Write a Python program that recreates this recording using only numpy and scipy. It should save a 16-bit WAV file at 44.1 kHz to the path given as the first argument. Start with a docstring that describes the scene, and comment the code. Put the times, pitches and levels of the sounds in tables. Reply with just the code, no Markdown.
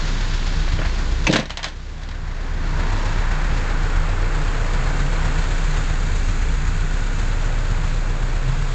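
"""A four-cylinder car idles close by, a little lumpy: exhaust boom under fan rush and ticking valves.
Someone standing beside it pulls the handle; the latch snaps and the door shudders free of its seal,
which makes the camera's gain control duck and slowly recover. With the door open the clatter reaches
the microphone by another path. Far traffic drones and climbs underneath."""
import sys
import numpy as np
from scipy.fft import rfft, irfft, next_fast_len
from scipy.io import wavfile
from scipy.ndimage import uniform_filter1d, minimum_filter1d, map_coordinates

SR = 44100
rng = np.random.default_rng(int(sys.argv[2]) if len(sys.argv) > 2 else 0)


def to_wav(s):
    """Save 16-bit WAV."""
    ch = np.atleast_2d(s).T  # columns
    pcm = np.round(np.clip(ch, -1, 1) * 32767)  # PCM
    wavfile.write(sys.argv[1], SR, pcm.astype(np.int16))


N = 385434
TIME = np.arange(N) / SR
CYCLE_HZ = 30.93 / 4  # four firings to each four-stroke cycle


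def amp(db):
    return 10 ** (np.asarray(db) / 20)


def unit(x):
    return x / np.sqrt(np.mean(x ** 2) + 1e-20)


def curves(rows):
    """One value per sample for each column after the time."""
    times, *columns = np.transpose(rows)
    return [np.interp(TIME, times, column) for column in columns]


def wobble(rate):
    """A smooth random curve, rate knots a second."""
    return map_coordinates(rng.standard_normal(int(N * rate / SR) + 4), [TIME * rate])


def filtered(x, response):
    """x through a frequency response."""
    size = next_fast_len(N + 8192)
    return irfft(rfft(x, size) * response(np.fft.rfftfreq(size, 1 / SR)), size)[:N]


def coloured(x, spectrum):
    """x through a spectrum (freq_hz, level_db), at rms 1."""
    freqs, db = np.transpose(spectrum)
    return unit(filtered(x, lambda hz: amp(np.interp(np.log(hz + 1), np.log(freqs), db))))


def resonance(hz, centre, width):
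    """Causal response of one mode."""
    return 1j * hz * width / (centre ** 2 - hz ** 2 + 1j * hz * width)


def lowpass(hz, edge, order):
    """Gain of a smooth low-pass."""
    return 1 / np.sqrt(1 + (hz / edge) ** (2 * order))


def narrow(centre_hz, width_hz):
    """Noise ringing in one resonance, at rms 1."""
    return unit(filtered(rng.standard_normal(N), lambda hz: resonance(hz, centre_hz, width_hz) ** 2))


def swells(rows):
    """Bands of noise that rise and fade smoothly."""
    return sum(amp(db) * np.exp(-((TIME - peak_s) / half_s) ** 2) * narrow(hz, width)
               for peak_s, hz, width, db, half_s in rows)


def far_traffic():
    """Engines pulling through their gears; only the wavering firing note carries this far."""
    # one list per engine note: time_s, pitch_hz, relative_db
    notes = [
        [(.5, 56.6, -32), (.8, 59.85, -33), (1.05, 56.6, -29), (1.3, 62.5, -33), (2, 67.7, -30.5),
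         (2.5, 71, -38.5), (3, 77, -36)],
        [(2.7, 94, -50), (3, 100.4, -34), (3.3, 107, -48)],
        [(3, 46.7, -46), (3.45, 59.74, -34), (3.8, 67.2, -45), (4, 78.65, -30), (4.3, 98.6, -46.5),
         (4.75, 123.9, -40), (5.05, 140, -33.5), (5.3, 152, -45)],
        [(5, 63, -44), (5.3, 58.1, -33.5), (5.55, 55, -37)],
        [(5.8, 74, -40), (6.1, 77.7, -35), (6.5, 88.1, -48.5), (7, 98.5, -37), (7.5, 110, -38), (8, 122, -40.5),
         (8.5, 130.8, -33), (8.8, 135, -36)],
        [(6, 53, -41), (6.55, 59, -28.5), (7, 63.5, -48), (7.5, 72, -37), (7.9, 76.4, -43)],
    ]
    out = np.zeros(N)
    for note in notes:
        hz, db = curves(note)
        start_s, end_s = note[0][0], note[-1][0]
        fade = np.clip(np.minimum(TIME - start_s, end_s - TIME) / .1, 0, 1)
        level = fade * amp(db + 2.5 * wobble(12))
        out += level * np.sin(2 * np.pi * np.cumsum(hz) / SR + .45 * wobble(14))
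    return amp(7) * out


def bumps():
    """Soft low bumps and faint scuffs."""
    # each bump or scuff: peak_s, centre_hz, width_hz, level_db, half_length_s
    touches = [(0.76, 70, 36, -22.5, 0.069), (3.98, 30, 24.6, -24, 0.038), (3.4, 1050, 1000, -37, 0.031),
               (3.7, 1500, 1100, -37, 0.025)]
    return swells(touches)


def hollow_rings():
    """Hollow tones come and go as the microphone moves about the door."""
    # each ring: peak_s, pitch_hz, width_hz, level_db, half_length_s
    rings = [(2.98, 960, 220, -37.5, 0.36), (3.9, 1470, 110, -41.5, 0.23), (5.65, 1483, 99, -48, 0.16),
             (6.95, 1466, 110, -43, 0.28), (7.55, 570, 270, -41.5, .2), (6.6, 151, 11, -31.5, 0.15)]
    return swells(rings)


def crank(first_lurch_s=.089):
    """Four-stroke cycles gone by; the uneven cylinder fires on whole numbers."""
    return (TIME - first_lurch_s) * CYCLE_HZ + .005 * wobble(3)


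def exhaust(cycle, lurch_rad=0.4, unsteady_db=1.5, smear_rad=0.0071):
    """The firing boom and its orders, lurching once a cycle, over rumble and a wavering hum."""
    # exhaust tones: cycle_multiple, relative_db
    orders = [(2, -49.5), (3, -49), (4, -21), (5, -47), (7, -42.5), (8, -50), (9, -41), (10, -50.5),
              (11, -43.5), (12, -38.5), (13, -48.5), (14, -51.5), (16, -46.5), (17, -54), (20, -50),
              (22, -49)]
    # spectrum of the rumble: freq_hz, relative_db
    rumble_spectrum = [(12, -23), (22, -2), (40, -3.5), (60, -4), (85, -0.5), (125, -7), (170, -6),
                       (220, -19.5), (320, -35.5), (600, -91)]
    # the microphone's nearness to the boom: time_s, gain_db
    nearness = [(0, 1), (.6, 2), (1.1, 0.5), (1.9, 2), (2.7, 1.5), (4, 2.3), (5, 2.5), (6.2, 2.5), (7, 2),
                (8, 2), (8.7, 1)]
    angle = 2 * np.pi * cycle
    boom = np.zeros(N)
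    for order, db in orders:
        if order == 4:  # the firing rate
            level = amp(db + .3 * wobble(8))
            shift = lurch_rad * np.sin(angle)
        else:
            level = amp(db + unsteady_db * wobble(7.2))
            shift = 0.39 * wobble(6) - smear_rad * order ** 2  # the pipe delays the higher orders
        boom -= level * np.cos(order * angle + shift)
    rumble = amp(-34) * coloured(rng.standard_normal(N), rumble_spectrum)
    hum = amp(-38.5 + 1.4 * wobble(10)) * narrow(centre_hz=150.7, width_hz=12.8)
    return amp(curves(nearness)[0]) * (np.sqrt(2) * boom + rumble + hum)


def taps(cycle, count, decay_s, scatter_db):
    """Power envelope of count taps a cycle, each of its own strength."""
    beat = (cycle + 1) * count
    strength = amp(scatter_db * rng.uniform(-1, 1, int(beat.max()) + 1))
    age_s = beat % 1 / count / CYCLE_HZ
    return strength[beat.astype(int)] * np.exp(-age_s / decay_s)


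def engine_clatter(cycle):
    """Belt and fan rush with valve ticks, firing knocks and one loud tappet, along a changing path."""
    # ringing engine parts: pitch_hz, width_hz, gain_db
    parts = [(1480, 120, -11), (2324, 22, -3), (2604, 90, -9), (2739, 27, -4), (3192, 16, -1),
             (3400, 43, -6), (3587, 32, -6), (3825, 22, -2), (4004, 16, -2), (4237, 48, -6), (4567, 22, -4),
             (6806, 65, -6)]
    # microphone position: time_s, place (0 by the shut door, 1 in the doorway, 2 behind the open door)
    mic_path = [(0, 0.1), (1.4, 0.32), (2.6, 0.36), (5.2, 1.28), (6.4, 2), (9, 0.94)]
    # the engine's spectrum at those three places: freq_hz, relative_db
    beside = [(110, -30.5), (180, 2), (250, -3.5), (330, -4.5), (410, -9.5), (650, -12), (1030, -6),
              (1250, -9), (1750, -6), (2500, -13), (4500, -12.5), (5500, -17), (7100, -20), (8800, -45.5)]
    doorway = [(110, -29), (180, -4.5), (290, -2), (380, -4.5), (470, -2), (600, -5.5), (980, -4.5),
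               (1700, -6), (2800, -14), (4400, -17.5), (5800, -22), (7100, -18.5), (8000, -25), (8800, -43)]
    behind = [(110, -31), (180, 3), (290, -4), (370, -9), (450, -4.5), (560, -11), (1100, -13), (1470, -10),
              (3260, -18.5), (4370, -18.5), (5400, -24.5), (7000, -16.5), (8000, -26), (8800, -42.5)]
    # body, clatter and hiss bands: low_hz, high_hz
    bands = [(190, 700), (700, 2500), (2500, 12000)]
    # their relative levels at the microphone: time_s, body_db, clatter_db, hiss_db
    band_levels = [(0.1, -35.5, -34.5, -35), (0.4, -39, -36, -36.5), (0.7, -37.5, -36, -37),
                   (0.95, -37.5, -35.5, -38), (1.15, -37, -38, -39.4), (1.85, -34.5, -34.5, -37),
                   (2.25, -36.5, -33.6, -41.5), (2.5, -35.5, -35, -41.5), (2.7, -34.5, -33.5, -41),
                   (3, -33.5, -34, -38.5), (3.3, -35.9, -31.5, -40.5), (3.6, -35.5, -32.0, -40.2),
                   (3.9, -35.5, -31.5, -40.5), (4.3, -35.5, -33, -40.5), (4.65, -35, -32, -39),
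                   (5, -34.5, -32.5, -38.5), (5.4, -35.5, -32.5, -38.5), (5.8, -37, -33, -38.6),
                   (6.2, -36.5, -35, -39.5), (6.6, -38, -34.5, -41), (7, -37.5, -36, -40.5),
                   (7.4, -37.5, -34.9, -40.3), (7.8, -38, -35.2, -41.0), (8.2, -37, -36.1, -42.5),
                   (8.6, -39, -35.0, -40)]
    # how far the ticks stand out of the rush in each band: power_ratio
    tick_ratios = [.4, .9, 1.63]
    valves = 0.46 * taps(cycle, count=8, decay_s=0.0022, scatter_db=9)
    knocks = 0.44 * taps(cycle + 0.042, count=4, decay_s=0.0045, scatter_db=6.5)
    tappet = taps(cycle + .08, count=1, decay_s=0.01, scatter_db=7)
    ringing = lambda hz: np.abs(1 + sum(amp(db) * resonance(hz, f, width) for f, width, db in parts))
    source = filtered(rng.standard_normal(N), ringing)
    # the colour glides from one path to the next as the microphone moves
    place = curves(mic_path)[0]
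    shares = [np.clip(1 - np.abs(place - k), 0, 1) for k in range(3)]
    paths = [coloured(source, spectrum) for spectrum in (beside, doorway, behind)]
    out = np.zeros(N)
    for (low, high), db, tick_ratio in zip(bands, curves(band_levels), tick_ratios):
        band = lambda hz: lowpass(hz, high, order=6) ** 2 - lowpass(hz, low, order=6) ** 2
        rush = sum(share * unit(filtered(path, band)) for share, path in zip(shares, paths))
        pulsing = unit(np.sqrt(1 + tick_ratio * (valves + knocks + tappet)))
        out += amp(db - 0.51 + 0.52 * wobble(12)) * pulsing * rush
    return out


def struck(hits, modes, attack_s):
    """Every hit (start_s, level_db) rings the modes at new strengths and phases."""
    out = np.zeros(N)
    t = np.arange(SR // 3) / SR
    for start_s, hit_db in hits:
        ring = np.zeros(len(t))
        for hz, db, t60_s in modes:
            decay = amp(db + rng.normal(0, 1.5) - 60 * t / t60_s)
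            ring += decay * np.sin(2 * np.pi * (hz * t + rng.random()))
        out[round(start_s * SR):][:len(t)] += amp(hit_db) * ring * (1 - np.exp(-t / attack_s))
    return out


def blows(hits, spectrum, t60_s, tail_db, tail_t60_s, attack_s):
    """Every hit (start_s, level_db) gives a quick burst of noise, then the cabin's short tail."""
    power = np.zeros(N)
    for start_s, hit_db in hits:
        t = np.maximum(TIME[:3 * SR] - start_s, 0)
        onset = amp(hit_db) * (1 - np.exp(-t / attack_s))
        burst = amp(-60 * t / t60_s)
        tail = amp(tail_db - 60 * t / tail_t60_s)
        power[:len(t)] += onset ** 2 * (burst ** 2 + tail ** 2)
    return np.sqrt(power) * coloured(rng.standard_normal(N), spectrum)


def latch():
    """The steel latch springs free and rings briefly."""
    # its two snaps: start_s, relative_db
    snaps = [(1.2685, -6), (1.2745, -8.5)]
    # modes of the steel: pitch_hz, relative_db, t60_s
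    steel_modes = [(894, -13, .08), (1060, -8, .04), (2050, -5, .03), (2330, -3, .04), (2503, -4, .07),
                   (2610, -7, .08), (2735, -7, .09), (2988, -7, .04), (3989, -16, .04), (4800, -18, .03),
                   (5965, -14, .03), (6212, -11, .03), (6804, -17, .03)]
    return amp(4.5) * struck(snaps, steel_modes, attack_s=0.00044)


def door():
    """At arm's length: panel thuds, plastic clacks and cracks as the door is pulled off its seal."""
    # handle, catch, seal and hinge contacts, relative levels: start_s, thud_db, clack_db, crack_db
    contacts = [(0.678, -45, -26.5, -48), (0.721, -38, -31, -36), (.789, -26, -26, -46),
                (.815, -32, -24.5, -39), (.85, -46, -25.5, -49), (1.27, -24, -12, -15),
                (1.275, -12, -12, -14), (1.286, -18, -15, -32), (1.292, -9.5, -25, -36),
                (1.298, -6, -29, -21), (1.31, -17, -17, -15), (1.327, -9, -10, -9.5),
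                (1.335, -8, -5.5, -9.5), (1.348, -7, -12, -22), (1.358, -9, -5, -11.5),
                (1.363, -15, -5.5, -7), (1.387, -10, -15, -19), (1.397, -12, -13, -16),
                (1.427, -17, -23, -25), (1.456, -22, -24, -24.5), (1.496, -32, -20, -25),
                (1.504, -34, -13.5, -18.5), (1.572, -48, -14.5, -14), (1.592, -42, -16, -39),
                (1.63, -34, -15.5, -15), (1.642, -33, -10, -9.5), (1.649, -29, -14, -24),
                (1.666, -28, -25, -26), (1.683, -34, -30, -21.5), (2.033, -44, -29, -31),
                (2.088, -41, -31, -31), (2.112, -42, -28, -33)]
    # modes of the door skin: pitch_hz, relative_db, t60_s
    skin_modes = [(125, -3.5, 0.086), (164, -4, .1), (213, -0.5, 0.072), (265, -5.5, 0.085),
                  (310, -1, 0.081), (418, -5.5, 0.056), (522, -6, .08), (573, -9, 0.048),
                  (641, -6.5, 0.076)]
    # spectra of the plastic's clack and of the brighter crack: freq_hz, relative_db
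    clack_spectrum = [(300, -34), (600, 1.5), (1000, 1), (1300, -2), (1800, 3), (2600, -2.5), (3100, -4),
                      (4500, -49)]
    crack_spectrum = [(1800, -40), (3000, -1.5), (3900, 1), (5000, -7), (6500, -9), (8000, -19),
                      (9000, -38.5)]
    start_s, thud_db, clack_db, crack_db = zip(*contacts)
    thuds = struck(zip(start_s, thud_db), skin_modes, attack_s=0.00069)
    clacks = blows(zip(start_s, clack_db), clack_spectrum,
                   t60_s=0.033, tail_db=-9, tail_t60_s=0.24, attack_s=0.00041)
    cracks = blows(zip(start_s, crack_db), crack_spectrum,
                   t60_s=0.036, tail_db=-8, tail_t60_s=.15, attack_s=0.00033)
    return amp(2) * thuds + amp(2.5) * clacks + amp(3) * cracks


def scene():
    """One microphone beside the door of the idling car, with traffic in the distance."""
    cycle = crank()
    engine = exhaust(cycle) + engine_clatter(cycle)
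    return (engine + hollow_rings() + far_traffic() + latch() + door() + bumps())[None]


def gain_control(x, limit_db, hold_s, release_db_per_s):
    """Ducks at once when the sound above the bass passes the limit, holds, then rises steadily."""
    sensed = filtered(x, lambda hz: 1 - lowpass(hz, 340, order=2) ** 2)
    power = np.abs(uniform_filter1d(sensed ** 2, SR // 200))
    duck_db = np.minimum(limit_db - 10 * np.log10(power + 1e-12), 0)
    window = 2 * int(hold_s * SR / 2) + 1
    held_db = minimum_filter1d(duck_db, window, origin=window // 2)
    rise_db = release_db_per_s * TIME
    gain_db = np.minimum.accumulate(held_db - rise_db) + rise_db
    return x * amp(uniform_filter1d(gain_db, SR // 300))


def record(dry):
    """The camera rides its gain and cuts off the top of the treble."""
    ridden = gain_control(dry[0], limit_db=-14, hold_s=0.44, release_db_per_s=13)
    return filtered(ridden, lambda hz: lowpass(hz, edge=8750, order=50))[None]


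dry = scene()
out = record(dry)
to_wav(out)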